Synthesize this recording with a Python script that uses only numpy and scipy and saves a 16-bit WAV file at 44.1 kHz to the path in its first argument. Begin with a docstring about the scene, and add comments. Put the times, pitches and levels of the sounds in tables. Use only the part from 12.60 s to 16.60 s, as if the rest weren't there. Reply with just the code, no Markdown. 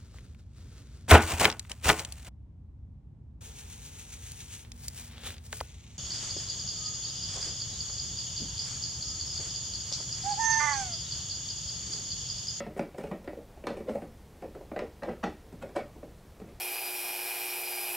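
"""The loose gear teeth of a plastic clock slide, catch and drop as a hand turns its dial.
Each contact is a short scuff ending in a blow: the frame thuds, the wheels ring, the teeth clack and
snap, the thin rims crack. Here and there the tooth faces rasp as they slide. The walls of a small,
quiet room answer briefly, over a faint hum and hiss."""
import sys
import numpy as np
from scipy import signal
from scipy.fft import rfft, irfft, next_fast_len
from scipy.io import wavfile
from scipy.ndimage import map_coordinates

SR = 44100
rng = np.random.default_rng(int(sys.argv[2]) if len(sys.argv) > 2 else 0)


def dump_mix(stems):
    """Bounce the given channels to the path in sys.argv[1] as a 16-bit WAV at rate SR."""
    frames = np.atleast_2d(stems).T  # one column per channel
    limited = np.clip(frames, -1, 1)  # hard clip at full scale
    pcm = np.round(limited * 32767).astype(np.int16)
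    wavfile.write(sys.argv[1], SR, pcm)


N = 176400
T = np.arange(int(.4 * SR)) / SR  # time axis of one ring-out, s


def amp(db):
    """Decibels to gain."""
    return 10 ** (np.asarray(db) / 20)


def unit(x):
    """Scale to an energy of 1."""
    return x / np.sqrt(np.sum(x ** 2) + 1e-20)


def noise(colour, size):
    """Noise of rms 1, shaped by a curve of (f/Hz, level/dB) points."""
    m = next_fast_len(size + 8192)
    hz, db = np.transpose(colour)
    gain = amp(np.interp(np.log(np.fft.rfftfreq(m, 1 / SR) + 1), np.log(hz), db))
    shaped = irfft(rfft(rng.standard_normal(m)) * gain, m)[:size]
    return unit(shaped) * np.sqrt(size)


def fade(t60):
    """Exponential decay, 60 dB down after t60 seconds."""
    return np.exp(-np.log(1000) * T / t60)


def add(track, x, start_s):
    """Mix x into the track from start_s on."""
    i = round(start_s * SR)
    x = x[max(-i, 0):][:N - max(i, 0)]
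    track[max(i, 0):][:len(x)] += x


def room_tone():
    """Stereo bed: still air, a slightly unsteady hum and a faint hiss in opposite polarity per side."""
    # dark spectrum of the room's air: f/Hz, level/dB
    air = [(13, -28), (22, -2.5), (74, -3), (124, -5.5), (239, -12.5), (275, -14.5), (502, -14), (576, -18),
           (801, -20.5), (1420, -28), (1590, -28.5), (2330, -30.5), (2600, -32), (15500, -41)]
    hum_hz, hum_db, hiss_db, air_db = 71.14, -60, -79, -52
    t = np.arange(N) / SR
    drift = map_coordinates(rng.standard_normal(24), [4 * t])  # the phase wanders, 4 points a second
    hum = amp(hum_db) * np.sqrt(2) * np.sin(2 * np.pi * hum_hz * t + 0.13 * drift)
    hiss = amp(hiss_db) * rng.standard_normal(N)
    return amp(air_db) * noise(air, size=N) + hum + np.array([hiss, -hiss])


def contact(half_scuff_s):
    """Force of a tooth catching: a swelling scuff of micro-slips that ends in one sharp blow."""
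    size = max(round(2 * half_scuff_s * SR), 2)
    swell = amp(np.linspace(-23, 0, size))
    slips = rng.standard_normal(len(T))[:size] * np.sqrt(rng.exponential(size=len(T)))[:size]
    force = np.sqrt(half_scuff_s / 0.0034) * unit(slips * swell)  # longer scuffs carry more energy
    force[-1] += 1  # the blow
    return force


def ring(modes):
    """Damped modes of a plastic part; each blow detunes them a touch and shares its energy out anew."""
    build_cycles = 1.06  # a mode takes this long to spread over its part
    out = np.zeros(len(T))
    for hz, db, t60 in modes:
        cycles = hz * (1 + rng.normal(0, 0.0075)) * T
        build = 1 - np.exp(-cycles / build_cycles)
        gain = amp(db + rng.normal(0, 1.54))
        tone = np.sin(2 * np.pi * (cycles + rng.random()))
        out += gain * unit(build * fade(t60) * tone)
    return unit(out)


def burst(lo_hz, hi_hz, t60):
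    """Many close, quickly damped modes blur into a band of dying noise."""
    band = signal.butter(3, [lo_hz, hi_hz], 'band', fs=SR, output='sos')
    return unit(signal.sosfilt(band, rng.standard_normal(len(T)) * fade(t60)))


def strike(body, force, room_db, room_t60):
    """The force excites a body; the close walls answer with a short, diffuse tail."""
    wall_delay_s, wall_build_s = 0.0033, 0.003
    direct = unit(signal.fftconvolve(force, body))
    build = 1 - np.exp(-np.maximum(T - wall_delay_s, 0) / wall_build_s)
    echo_power = np.abs(signal.fftconvolve(force ** 2, (build * fade(room_t60)) ** 2))
    walls = rng.standard_normal(len(direct)) * np.sqrt(echo_power)
    tail = unit(signal.fftconvolve(body, walls)[:len(direct)])
    return direct + amp(room_db) * tail


def gears():
    """Loose teeth catch and drop; every contact sounds the frame, wheels, teeth and thin rims."""
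    # tooth contacts: t/s of the blow, half the scuff's length/s, f/Hz of the struck wheel, level/dB,
    # then relative to that level: thud/dB, clack/dB, crack/dB, snap/dB
    contacts = [(0.003, 0.00083, 550, -39.5, -0.5, -5, -17, -26.5),
                (0.066, 0.003, 439, -43, 1, -12.5, -28, -36.0),
                (0.165, 0.0019, 397, -42, -3, -16, -35, -32.0),
                (0.18, 0.01, 520, -44.5, -11, -8.5, -34, -21),
                (0.194, 0.0021, 569, -34.5, 2.5, -9.5, -23.0, -33),
                (0.228, 0.0055, 564, -47.5, -9, -27, -34.0, -36.0),
                (0.345, 0.003, 420, -46, -11, -14.5, -37, -33),
                (0.383, 0.0035, 521, -40.5, 1.5, -10.5, -22, -21),
                (0.41, 0.0032, 398, -50.5, 0, -7.0, -24.0, -23),
                (0.439, 0.004, 443, -38.5, -4, -16, -27.5, -31),
                (0.472, 0.0043, 415, -50, -9, -8, -26, -22), (0.515, 0.003, 614, -40, 6, -10, -29.0, -30),
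                (0.644, 0.002, 477, -52.0, -0.5, -12.5, -20.0, -19),
                (0.676, 0.001, 540.0, -41.5, 2, -7.5, -24.5, -34),
                (0.732, 0.0025, 470.0, -47.0, -3.5, -15, -36, -34),
                (0.775, 0.0044, 466, -45.5, -1.5, -28, -36, -37),
                (0.976, 0.008, 542, -53, -3, -16, -31, -29),
                (1.039, 0.0018, 580, -45, 0.0, -11.5, -41, -34.0),
                (1.069, 0.00056, 465, -37.5, -0.5, -1.5, -11.5, -18),
                (1.104, 0.002, 554, -38.5, -2, -23, -22, -46),
                (1.17, 0.0045, 570.0, -44, 1.5, -11, -31, -24),
                (1.205, 0.006, 474, -44.5, 2, -15.5, -30.0, -38),
                (1.295, 0.014, 550, -33.5, -2.5, -15.5, -27, -31),
                (1.355, 0.009, 576, -35, -5.5, -20, -40, -29),
                (1.42, 0.003, 506, -43.5, 1, -13.5, -34, -28),
                (1.823, 0.004, 530.0, -42, -4, -15.5, -30, -28),
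                (1.842, 0.003, 529, -45.5, 0.5, -19, -28, -33),
                (1.951, 0.0039, 395, -45.0, -2, -13, -29.0, -32.0),
                (2.012, 0.003, 536, -50.5, 0, -28, -30.0, -29.0),
                (2.116, 0.00082, 613, -42.5, 0.0, -14.0, -39, -40),
                (2.162, 0.00098, 510, -34.5, -11.0, -10, -32.0, -40),
                (2.191, 0.0005, 573, -44.5, 2.5, 1, -12, -19.5),
                (2.222, 0.008, 457, -38.5, -3, -23, -41, -45),
                (2.423, 0.0023, 571, -40.5, -9, -14.5, -38, -40),
                (2.433, 0.00095, 606, -39.5, -7, -7, -18, -28),
                (2.492, 0.018, 514, -34.5, -1, -13.0, -30, -36.0),
                (2.639, 0.0058, 808, -32, 1, -7.0, -17, -28.5),
                (2.927, 0.0029, 555, -58, 13, -7.5, -20, -11),
                (3.025, 0.0072, 565, -37.5, -5.5, -14.0, -25.5, -24.5),
                (3.092, 0.0018, 394, -52.5, -3, -10, -31, -24.0),
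                (3.165, 0.0075, 573, -31, -5.5, -9.5, -22.5, -24.5),
                (3.363, 0.012, 563, -57, 6.5, -20.0, -28, -25.0),
                (3.431, 0.0022, 580, -48, 0.5, -15.5, -34, -36),
                (3.8, 0.001, 440.0, -48.5, -6, -16.0, -25, -31.0),
                (3.818, 0.0027, 400.0, -56, 11.5, -8, -30, -26.0),
                (3.885, 0.014, 388, -54, 2.5, -10, -24, -25)]
    # modes of the four kinds of plastic part, low to high: f/Hz, level/dB, t60/s
    frame_modes = [(133, -6, 0.062), (173.7, -3, 0.08), (222.2, 2, 0.089), (265, -7.5, 0.026),
                   (312.2, -1, 0.075), (376, 1.5, 0.033)]
    train_modes = [(436.4, -3.5, 0.1), (497, -2, 0.048), (553, 0, 0.091), (607.3, -2, 0.087),
                   (706.5, -3.5, 0.043), (779, -5, 0.039)]
    tooth_modes = [(987, 1, 0.078), (1225, -0.5, 0.025), (1311, 1.5, 0.046), (1415, 0.5, 0.041),
                   (1849, 1.5, 0.044), (1962, -1.5, 0.044), (2236, -4, 0.054), (2310, -4.5, 0.043),
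                   (2556, -8, .14)]
    rim_modes = [(3360, -3, 0.025), (3510, -4, 0.084), (4160, 0.5, 0.042), (4680, -8, 0.032),
                 (5170, -6.5, 0.034)]
    # bright spectrum of the snap: f/Hz, level/dB
    snap_colour = [(3000, -2), (5500, -4.5), (7000, 5), (9300, 0.5), (11000, -8), (15500, -8.5)]
    wheel_db, train_db = -3.5, -2.5  # the struck wheel's own note; the rest of the gear train
    out = np.zeros(N)
    for blow_s, half_scuff_s, wheel_hz, db, thud_db, clack_db, crack_db, snap_db in contacts:
        force = contact(half_scuff_s)
        slide_s = 2.5 * half_scuff_s  # a longer scuff also hisses on longer after the blow
        frame = ring(frame_modes) + amp(-2) * burst(167.6, 417, t60=0.016)
        wheel = ring([(wheel_hz, 0, 0.045)])
        train = ring(train_modes) + amp(-4) * burst(371, 1.61 * wheel_hz, t60=0.028)
        teeth = ring(tooth_modes) + burst(950, 2614, t60=0.042 + slide_s)
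        rims = ring(rim_modes) + amp(4) * burst(2560, 5580, t60=0.026 + slide_s)
        snap = noise(snap_colour, size=len(T)) * fade(0.027 + slide_s)
        click = (amp(thud_db) * strike(frame, force, room_db=-1.5, room_t60=0.29)
                 + amp(wheel_db) * strike(wheel, force, room_db=-1, room_t60=0.21)
                 + amp(train_db) * strike(train, force, room_db=-1, room_t60=0.19)
                 + amp(clack_db) * strike(teeth, force, room_db=-2.5, room_t60=0.28)
                 + amp(crack_db) * strike(rims, force, room_db=-2.5, room_t60=0.3)
                 + amp(snap_db) * strike(snap, force, room_db=-5.5, room_t60=0.23))
        gain = amp(db) * np.sqrt(0.02 * SR)  # the energy of 20 ms at this level
        add(out, gain * click, blow_s - 2 * half_scuff_s)
    return out


def scrapes():
    """Tooth faces slide over each other with a thin rasp of tiny slips that eases off."""
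    # plastic sliding on plastic: t/s, length/s, level/dB
    slides = [(0.166, 0.073, -61.5), (0.37, 0.17, -66.5), (1.167, .06, -68), (1.281, 0.2, -67),
              (3.155, 0.042, -61)]
    # thin, high spectrum of the rasp: f/Hz, level/dB
    rasp_colour = [(2500, -21), (5000, -2), (7000, -6.5), (9200, 2.5), (10500, -9), (15500, -10)]
    attack_s, slips_per_s, slip_db = 0.007, 250, 2.5
    envelope, t = np.zeros(N), np.arange(N) / SR
    for start_s, length_s, db in slides:
        attack = np.clip((t - start_s) / attack_s, 0, 1)
        release = np.sqrt(np.clip(1 - (t - start_s) / length_s, 0, 1))
        envelope += amp(db) * attack * release
    slips = map_coordinates(rng.standard_normal(2048), [t * slips_per_s], mode='wrap')
    return envelope * amp(slip_db * slips) * noise(rasp_colour, size=N)


def scene():
    """The clock dead centre over the room tone; its small parts radiate little bass."""
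    low_cut = signal.butter(4, 145, 'high', fs=SR, output='sos')
    clock = signal.sosfilt(low_cut, gears() + scrapes())
    return clock + room_tone()


def record(dry):
    """A brick-wall high cut takes the very top off the mix."""
    top_hz = 15720
    m = next_fast_len(N + 8192)
    passband = np.fft.rfftfreq(m, 1 / SR) < top_hz
    return irfft(rfft(dry, m) * passband, m)[:, :N]


dry = scene()
out = record(dry)
dump_mix(out)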